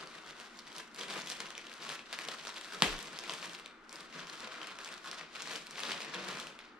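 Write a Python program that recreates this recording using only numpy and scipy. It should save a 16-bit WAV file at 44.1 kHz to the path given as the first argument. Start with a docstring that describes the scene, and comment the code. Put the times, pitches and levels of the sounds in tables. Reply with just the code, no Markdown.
"""Bubble wrap unfolded by hand on a cloth-covered table in a small furnished room, close to a stereo pair.
From the start, over a faint steady hush, each tug brings a dense fine crackle and the soft rustle of film
sliding on film, while creases buckle in short snaps. At 2.8 s one bubble bursts, far louder than the
rest; the walls answer and a soft low thud follows. The handling goes on until about 6.7 s."""
import sys
import numpy as np
from scipy import signal
from scipy.fft import rfft, irfft, next_fast_len
from scipy.io import wavfile
from scipy.ndimage import uniform_filter1d, map_coordinates

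SR = 44100
rng = np.random.default_rng(int(sys.argv[2]) if len(sys.argv) > 2 else 0)


def unload_audio(sound):
    """Save the sound as a 16-bit wav file, at the path given as the first command line argument."""
    columns = np.transpose(np.atleast_2d(sound))
    # keep every value between -1 and 1, then stretch to whole-number steps
    steps = np.round(np.clip(columns, -1, 1) * 32767)
    wavfile.write(sys.argv[1], SR, steps.astype(np.int16))


N = 299439

# Steady background of the room: (freq_hz, level_db)
HUSH_COLOUR = [(12, -19), (20, -6), (44, -17), (113, -24.5), (182, -14.5), (234, -2.5), (270, -12),
               (328, -4), (574, -17), (738, -12.5), (897, -12), (1440, -6.5), (1760, -14), (2080, -14),
               (16000, -56)]
# Reverberation of the furnished room: (freq_hz, t60_s, level_db)
ROOM_DECAY = [(99, 0.2, 5), (300, 0.33, 7.5), (700, 0.38, 0), (1200, 0.34, 2.5), (2600, 0.35, 4),
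              (5000, 0.52, -3), (8050, 0.35, 0.5), (13000, 0.34, -4)]
# How alike diffuse sound is at the two microphones: (freq_hz, correlation)
MIC_LIKENESS = [(30, 0.16), (70, 0.13), (130, 0.73), (350, 0.93), (700, 0.68), (1650, 0.65), (5000, 0.31),
                (15000, .05)]
# Left microphone's level over the right: (freq_hz, difference_db)
MIC_BALANCE = [(60, 0.5), (180, 1.0), (550, 1.5), (1650, 2.0), (4970, 1.5), (15000, -2)]
# Left microphone's phase behind the right: (freq_hz, lag_rad)
MIC_LAG = [(100, 0), (700, -0.13), (2600, 0.86), (5000, 0.33), (8000, 2.25), (15000, 4)]
# The low push after the pop, one row: (start_s, level_db, first_hz, last_hz, length_s)
THUD_SHAPE = (2.85, -44, 110, 25, .15)
# Tugs of the hands; treble, body and rustle are relative to the tug's level:
# (start_s, hold_s, level_db, treble_db, body_db, rustle_db)
HAND_TUGS = [(0, 0.012, -47.5, -4.5, 4, -3), (0.134, 0.042, -49.5, -3, 5.5, -6),
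             (0.272, 0.056, -53, -1.5, 5, -8), (0.385, 0.045, -50, -1, 7.5, -9.5),
             (0.517, 0.056, -57, -1, 1, -5), (0.677, 0.037, -52.5, -3, 1, -5),
             (.765, 0.028, -49.5, 2, 4, -10), (0.995, 0.055, -46.5, 0.5, -2, -5),
             (1.11, 0.068, -42, -0.5, -3.5, -6.5), (1.275, 0.042, -47.5, 5, -1, -7),
             (1.404, 0.029, -48.5, 0, 5, -1.5), (1.5, 0.03, -55, -2, 4, -8),
             (1.567, .04, -51.5, -7, 1, -11), (1.668, .06, -54, 2, 6, -5), (1.813, 0.035, -48, -2, 4, -5.5),
             (1.896, 0.034, -46, 1.5, 3.5, -6), (2.113, 0.032, -46.5, -4, 4.5, -14),
             (2.194, 0.15, -47, 2, 6.5, -7.5), (2.409, 0.074, -46.5, -1, 3, -14),
             (2.566, .12, -49, 1, 3, -14), (2.744, 0.21, -48, 3, 8, -6.5), (2.947, 0.22, -50, -0.5, -1, -6),
             (3.2, .04, -50, -6, 4, -4), (3.299, 0.055, -46, 2.5, 4, -5.5), (3.443, 0.029, -47, 3, 4, -5),
             (3.528, .06, -55.5, 4, 6, -11), (3.636, 0.026, -63, -11, 6, -2), (3.933, .1, -54, 0, 5, -6),
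             (4.141, 0.084, -48, -6, 3, -5), (4.287, 0.16, -52, 2.5, 7.5, -4.5),
             (4.432, 0.032, -50.5, -11, 3, -3.5), (4.53, 0.16, -49, -4.5, 7.5, -4),
             (4.796, .15, -51, -1, 7.5, -5.5), (5.072, 0.072, -46.5, -1.5, 7, -11),
             (5.195, 0.035, -53, -9, 1, -2), (5.347, 0.14, -46.5, -5.5, 2.5, -12),
             (5.477, 0.078, -44, 1, -4.5, -6), (5.597, 0.026, -52, 3, 2, -8),
             (5.703, .05, -56.5, -2, 3, -6), (5.794, 0.14, -42, -1.5, 0, -6),
             (5.988, 0.034, -44.5, -0.5, -9, -4.5), (6.076, .05, -50.5, -12, 4, 0),
             (6.142, 0.087, -43.5, -8, -1, -5), (6.258, 0.07, -45.5, 0, -4, -2),
             (6.366, 0.09, -48.5, 0, 5.5, -4), (6.594, .015, -62.5, -8, 3, -3),
             (6.64, 0.017, -58.5, -14, 0, -8)]
# Film sliding on film: (freq_hz, level_db)
RUSTLE_COLOUR = [(53, -65), (90, -26), (155, 2.5), (263, -5), (433, 0.5), (845, -8), (1010, -1),
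                 (2500, -5.5), (3250, -11), (5500, -120)]
# Crackling film: (freq_hz, level_db)
FILM_COLOUR = [(290, -34), (500, -3.5), (659, -0.5), (843, -10), (1020, -2.5), (1110, -5.5), (1400, -10.5),
               (3750, -3.5), (8580, -12.5), (12300, -25.5), (16000, -32)]
# Creases that buckle loudly: (start_s, level_db, pitch_hz, treble_db)
CREASE_SNAPS = [(0.073, -37, 4610, -23), (0.308, -38, 3450, -27), (0.4002, -31.5, 2640, -13),
                (0.594, -40, 2010, -11), (0.6698, -40, 4480, -20), (0.7284, -38, 2480, -19),
                (0.7635, -34, 4990, -17), (0.7826, -31.5, 3070, -9), (0.9469, -35, 4430, -1.5),
                (0.961, -35.5, 3040, -1), (0.9958, -35, 4910, -22), (1.0115, -27.5, 3120, -35),
                (1.0834, -36, 2760, -20), (1.2615, -35, 5810, -13), (1.2725, -28.5, 3140, -12),
                (1.3004, -29, 4510, -12), (1.3203, -27, 4310, -26), (1.3806, -40, 3470, -25),
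                (1.4037, -26.5, 3600, -21), (1.4581, -36, 2970, -29), (1.487, -39, 3630, -19),
                (1.5527, -30.5, 3000, -24), (1.579, -29.5, 2350, -26), (1.6691, -32.5, 2990, -28),
                (1.6964, -39, 3150, -26), (1.739, -36.5, 3450, -12), (1.8028, -41, 3380, -24),
                (1.8205, -36, 4930, -22), (1.8923, -25, 2810, -21), (1.9926, -32.5, 2430, -32),
                (2.1283, -22, 3340, -19), (2.1889, -22.5, 2070, -20), (2.2866, -22.5, 3220, -24),
                (2.3382, -35, 4580, -23), (2.4514, -30.5, 2910, -23), (2.4712, -26, 3830, -24),
                (2.582, -35, 3830, -24), (2.612, -31.5, 2410, -21), (2.6459, -32.5, 2010, -24),
                (2.7447, -41, 4010, -19), (2.9821, -32, 3150, -21), (2.99, -33, 2740, -18),
                (3.028, -32.5, 4570, 8), (3.0724, -32, 4420, -19), (3.1889, -24, 4740, -18),
                (3.238, -36, 4170, -15), (3.2959, -22, 3900, -34), (3.337, -30, 3760, -13),
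                (3.4281, -30.5, 3040, -22), (3.4958, -35, 3220, -22), (3.5542, -41, 2700, -16),
                (3.5977, -34, 2320, -21), (3.66, -32.5, 2260, -27), (3.894, -33.5, 4930, -17),
                (3.928, -34, 7570, -6), (3.9576, -36, 4920, -19), (4.0065, -34.5, 3850, -20),
                (4.127, -38, 2240, -26), (4.271, -33, 2390, -19), (4.298, -33, 4540, -21),
                (4.356, -38, 3400, -21), (4.4048, -33, 4470, -21), (4.4444, -36, 3390, -27),
                (4.4732, -33, 2150, -36), (4.6162, -27.5, 2990, -32), (4.6718, -31.5, 2050, -19),
                (4.788, -30, 3240, -22), (4.8469, -28.5, 4330, -19), (4.8893, -32, 2050, -25),
                (4.9404, -33, 2140, -21), (5.077, -39, 2060, -28), (5.1138, -28, 4720, -18),
                (5.2117, -32, 2170, -39), (5.3563, -32.5, 2500, -30), (5.3814, -41, 2810, -19),
                (5.4213, -26, 4010, -22), (5.4745, -32, 2510, -26), (5.4944, -36, 3800, -28),
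                (5.5333, -28.5, 2450, -21), (5.5565, -27, 3350, -29), (5.669, -32, 2400, -18),
                (5.709, -35, 5040, -9), (5.7573, -29, 2440, -43), (5.8034, -25, 2180, -17),
                (5.8347, -23.5, 2060, -34), (5.8659, -27, 3600, -30), (5.919, -25.5, 2700, -29),
                (6.0049, -25.5, 2820, -23), (6.0393, -38, 3740, -25), (6.1517, -27.5, 2680, -50),
                (6.3999, -26.5, 3090, -13), (6.47, -31, 2870, -19), (6.5902, -37, 2880, -26)]
# Ringing of the torn bubble: (pitch_hz, level_db, t60_s)
BUBBLE_MODES = [(1044, -6, 0.0041), (3060, -2.5, 0.0033), (4540, -1, 0.0026), (8700, -17.5, 0.0067),
                (12000, -30, 0.0051), (177, -23.5, 0.03)]
# The pop off the nearest surfaces: (delay_s, level_db)
NEAR_ECHOES = [(.0052, -30), (0.0128, -15)]
# The pop as it goes out to the walls: (freq_hz, level_db)
POP_ROOM_COLOUR = [(41, -35), (70, -20), (250, -13.5), (679, -15), (744, -12), (1280, -16.5), (3330, -13.5),
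                   (11900, -30.5), (13600, -36), (16000, -106)]


def amp(db):
    """Decibels to gain."""
    return 10 ** (np.asarray(db) / 20)


def unit(x):
    """Scaled to rms 1."""
    return x / np.sqrt(np.mean(x ** 2) + 1e-20)


def along(table, hz, column=1):
    """One column of a frequency table, read on a log axis."""
    columns = np.transpose(table)
    return np.interp(np.log(hz + 1), np.log(columns[0] + 1), columns[column])


def hump(hz, centre_hz, octaves):
    """A bell curve on a log frequency axis."""
    return np.exp(-.5 * (np.log2((hz + 1) / centre_hz) / octaves) ** 2)


def wobble(rate_hz):
    """A smooth random curve."""
    knots = rng.standard_normal(int(N * rate_hz / SR) + 4)
    return map_coordinates(knots, [np.arange(N) * rate_hz / SR])


def filtered(x, response):
    """x through a complex frequency response."""
    size = next_fast_len(N + SR // 2)
    return irfft(rfft(x, size) * response(np.fft.rfftfreq(size, 1 / SR)), size)[..., :N]


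def shortest_pulse(colour, size=2048):
    """The minimum-phase pulse of this colour."""
    cepstrum = irfft(np.log(amp(along(colour, np.fft.rfftfreq(size, 1 / SR))) + 1e-6))
    cepstrum[1:size // 2] *= 2
    cepstrum[size // 2 + 1:] = 0
    return irfft(np.exp(rfft(cepstrum)))[:size // 2]


def mid_side_gains(hz):
    """How diffuse sound divides into what the microphones share and what they do not."""
    angle = np.arccos(along(MIC_LIKENESS, hz)) / 2
    return np.array([np.cos(angle), np.sin(angle)])


def diffuse_noise(colour):
    """Coloured noise at both microphones, most alike in the low mids."""
    noise = rng.standard_normal((2, N))
    mid, side = filtered(noise, lambda hz: amp(along(colour, hz)) * mid_side_gains(hz))
    return np.array([mid + side, mid - side])


def hush(level_db=-57.5):
    """Faint steady room tone from all around."""
    return amp(level_db) * unit(diffuse_noise(HUSH_COLOUR))


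def room(x, gap_s=.005, block=8192):
    """The walls answer after a short gap, each band dying at its own speed."""
    out, gap = np.zeros((2, N + SR)), round(gap_s * SR)
    for at in range(0, N, block):  # a fresh tail for each block, so it stays smooth and does not ring
        hz, t, noise = signal.stft(rng.standard_normal((2, SR // 2)), SR, nperseg=256)
        hz = hz[:, None]
        decay = amp(along(ROOM_DECAY, hz, column=2) - 60 * t / along(ROOM_DECAY, hz))
        mid, side = noise * decay * mid_side_gains(hz)
        tail = signal.istft(np.array([mid + side, mid - side]), SR, nperseg=256)[1]
        wet = signal.fftconvolve(x.mean(0)[None, at:at + block], tail / np.linalg.norm(tail[0]), axes=1)
        out[:, at + gap:][:, :wet.shape[1]] += wet
    return out[:, :N]


def thud():
    """A few cycles of low pressure, rough at first, falling in pitch, unlike at the two microphones."""
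    start_s, level_db, first_hz, last_hz, length_s = THUD_SHAPE
    progress = np.clip((np.arange(N) / SR - start_s) / length_s, 0, 1)
    pitch_hz = (last_hz + (first_hz - last_hz) * np.exp(-6 * progress)) * (progress > 0)
    cycles = np.cumsum(pitch_hz) / SR + [[.3], [.42]]
    rumble = unit(filtered(rng.standard_normal((2, N)), lambda hz: hump(hz, 75, octaves=.35)))
    push = np.sin(2 * np.pi * cycles) + 0.68 * rumble * (1 - progress) ** 2
    return amp(level_db) * push * np.sin(np.pi * progress) ** 0.74


def hands(rise_db_per_s=218, fall_db_per_s=166):
    """Each tug swells, holds and settles; overlapping tugs add up and the loudest leads the colour."""
    t = np.arange(0, N, 32) / SR
    start_s, hold_s, level_db, *colours_db = np.transpose(HAND_TUGS)[:, :, None]
    before_s, after_s = np.maximum(start_s - t, 0), np.maximum(t - start_s - hold_s, 0)
    power = amp(level_db - rise_db_per_s * before_s - fall_db_per_s * after_s) ** 2
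    total = power.sum(0)
    curves_db = [10 * np.log10(total)] + [(power * db).sum(0) / total for db in colours_db]
    return [np.interp(np.arange(N) / SR, t, curve) for curve in curves_db]


def rustle(level_db):
    """Film slides on film: a soft, low, uneven noise."""
    noise = diffuse_noise(RUSTLE_COLOUR)
    return amp(level_db) * unit(amp(2.5 * wobble(30)) * noise)


def buckles(start_s, level_db, pitch_hz, treble_db, pan_db, t60_s, octaves, film_db, unlike, size=256):
    """Creases give way: short noise bursts, each with its own hump and treble over the film's colour."""
    t, hz = np.arange(size) / SR, np.fft.rfftfreq(size, 1 / SR)
    lead = 16  # samples ahead of each attack
    bursts = np.roll(rng.standard_normal((len(start_s), 2, size)) * amp(-60 * t / t60_s), lead, axis=2)
    film = amp(film_db + along(FILM_COLOUR, hz) + treble_db[:, None] * np.clip(hz / 8500, 0, 1))
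    colour = hump(hz, pitch_hz[:, None], octaves) + film
    mid, side = irfft(rfft(bursts) * colour[:, None], size).transpose(1, 0, 2)
    side = unlike * np.diff(side, prepend=0)  # in the treble each microphone hears its own pattern
    gain = amp(level_db) / np.abs(mid).max(1)
    at = (np.round(start_s * SR).astype(int)[:, None] + np.arange(size)).ravel()
    mics = []
    for sign in (1, -1):
        grains = (mid + sign * side) * (gain * amp(sign * pan_db / 2))[:, None]
        mics.append(np.bincount(at, grains.ravel(), N + size)[lead:N + lead])
    return np.array(mics)


def crackle(treble_db, body_db, count=11000):
    """Tiny creases give way in bunches, most faint and a few strong, over a hiss of the film's colour."""
    when, rank, pitch, place = rng.random((count, 4)).T
    grains = buckles(when * N / SR, level_db=-4 * np.log(rank + .006), pitch_hz=1200 * 4.33 ** pitch,
                     treble_db=np.zeros(count), pan_db=5 * (place - .5),
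                     t60_s=0.0038, octaves=0.36, film_db=-4.0, unlike=0.6, size=128)
    bunches = amp(3.38 * wobble(60) + 0.35 * wobble(13))
    hiss = diffuse_noise(FILM_COLOUR)
    plain = amp(-1.5) * unit(bunches * grains) + amp(-7) * unit(np.sqrt(bunches) * hiss)
    treble = filtered(plain, lambda hz: 1 / (1 + (6500 / (hz + 1)) ** 4))  # taut film is brighter
    body = filtered(plain, lambda hz: hump(hz, 1300, octaves=0.27))  # air held in the folds
    return plain + (amp(treble_db) - 1) * treble + (amp(body_db) - 1) * body


def snaps(neighbours=5, plain_treble_db=-21.5):
    """Each loud crease buckles and sets off its neighbours, the later ones weaker."""
    start_s, level_db, pitch_hz, treble_db = np.repeat(CREASE_SNAPS, neighbours + 1, axis=0).T
    count = len(start_s)
    is_neighbour = np.arange(count) % (neighbours + 1) > 0
    lateness, weakness, detune = rng.random((count, 3)).T
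    delay_s = .035 * lateness ** 1.5 * is_neighbour
    level_db = level_db - (9 + 180 * delay_s + 9 * weakness) * is_neighbour
    pitch_hz = pitch_hz * 2 ** (1.6 * (detune - .5) * is_neighbour)
    return buckles(start_s + delay_s, level_db, pitch_hz, treble_db - plain_treble_db,
                   pan_db=rng.normal(0, 0.54, count), t60_s=0.0061, octaves=0.24, film_db=2.5, unlike=0.55)


def pop(start_s=2.8213, level_db=-1.9, room_db=0.9, tear_s=.0006):
    """One bubble bursts: a short ring, a few ms of flapping film, near echoes and the room's tail."""
    t = np.arange(4096) / SR
    ring = sum(amp(db - 60 * t / t60_s) * np.sin(2 * np.pi * hz * t) for hz, db, t60_s in BUBBLE_MODES)
    flap = 0.24 * rng.standard_normal((2, len(t))) * amp(-60 * t / 0.0082)
    opening = np.clip(t / tear_s, 0, 1) ** 2
    burst = (ring + uniform_filter1d(flap, size=3)) * opening
    burst *= amp(level_db) / np.abs(burst).max()
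    close, to_walls = np.zeros((2, N)), np.zeros((2, N))
    for delay_s, path_db in [(0.00048, 0.0126), *NEAR_ECHOES]:  # the direct path comes first
        close[:, round((start_s + delay_s) * SR):][:, :len(t)] += amp(path_db) * burst
    pulse = shortest_pulse(POP_ROOM_COLOUR)
    to_walls[:, round(start_s * SR):][:, :len(pulse)] = amp(room_db) * pulse / np.linalg.norm(pulse)
    return close + room(to_walls)


def scene(room_db=-8.0, low_cut_hz=133):
    """Film and pop close to the microphones, the walls behind them, thud and hush underneath."""
    tug_db, treble_db, body_db, rustle_db = hands()
    film = snaps() + amp(tug_db) * (crackle(treble_db, body_db) + rustle(rustle_db))
    wrap = film + amp(room_db) * room(film) + pop()
    # steep bass cut on the film and pop; thud and hush keep their lows
    low_cut = signal.butter(6, low_cut_hz, "high", fs=SR, output="sos")
    return signal.sosfilt(low_cut, wrap) + thud() + hush()


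def record(dry, roll_off_hz=14300, band_limit_hz=15800):
    """The two microphones differ in level and phase and fade at the very top, up to a hard band limit."""
    def response(hz):
        sign = np.array([[1], [-1]])
        balance = amp(sign * along(MIC_BALANCE, hz) / 2)
        lag = np.exp(-.5j * sign * along(MIC_LAG, hz))
        return balance * lag / (1 + (hz / roll_off_hz) ** 24) * (hz < band_limit_hz)
    return filtered(dry, response)


dry = scene()
out = record(dry)
unload_audio(out)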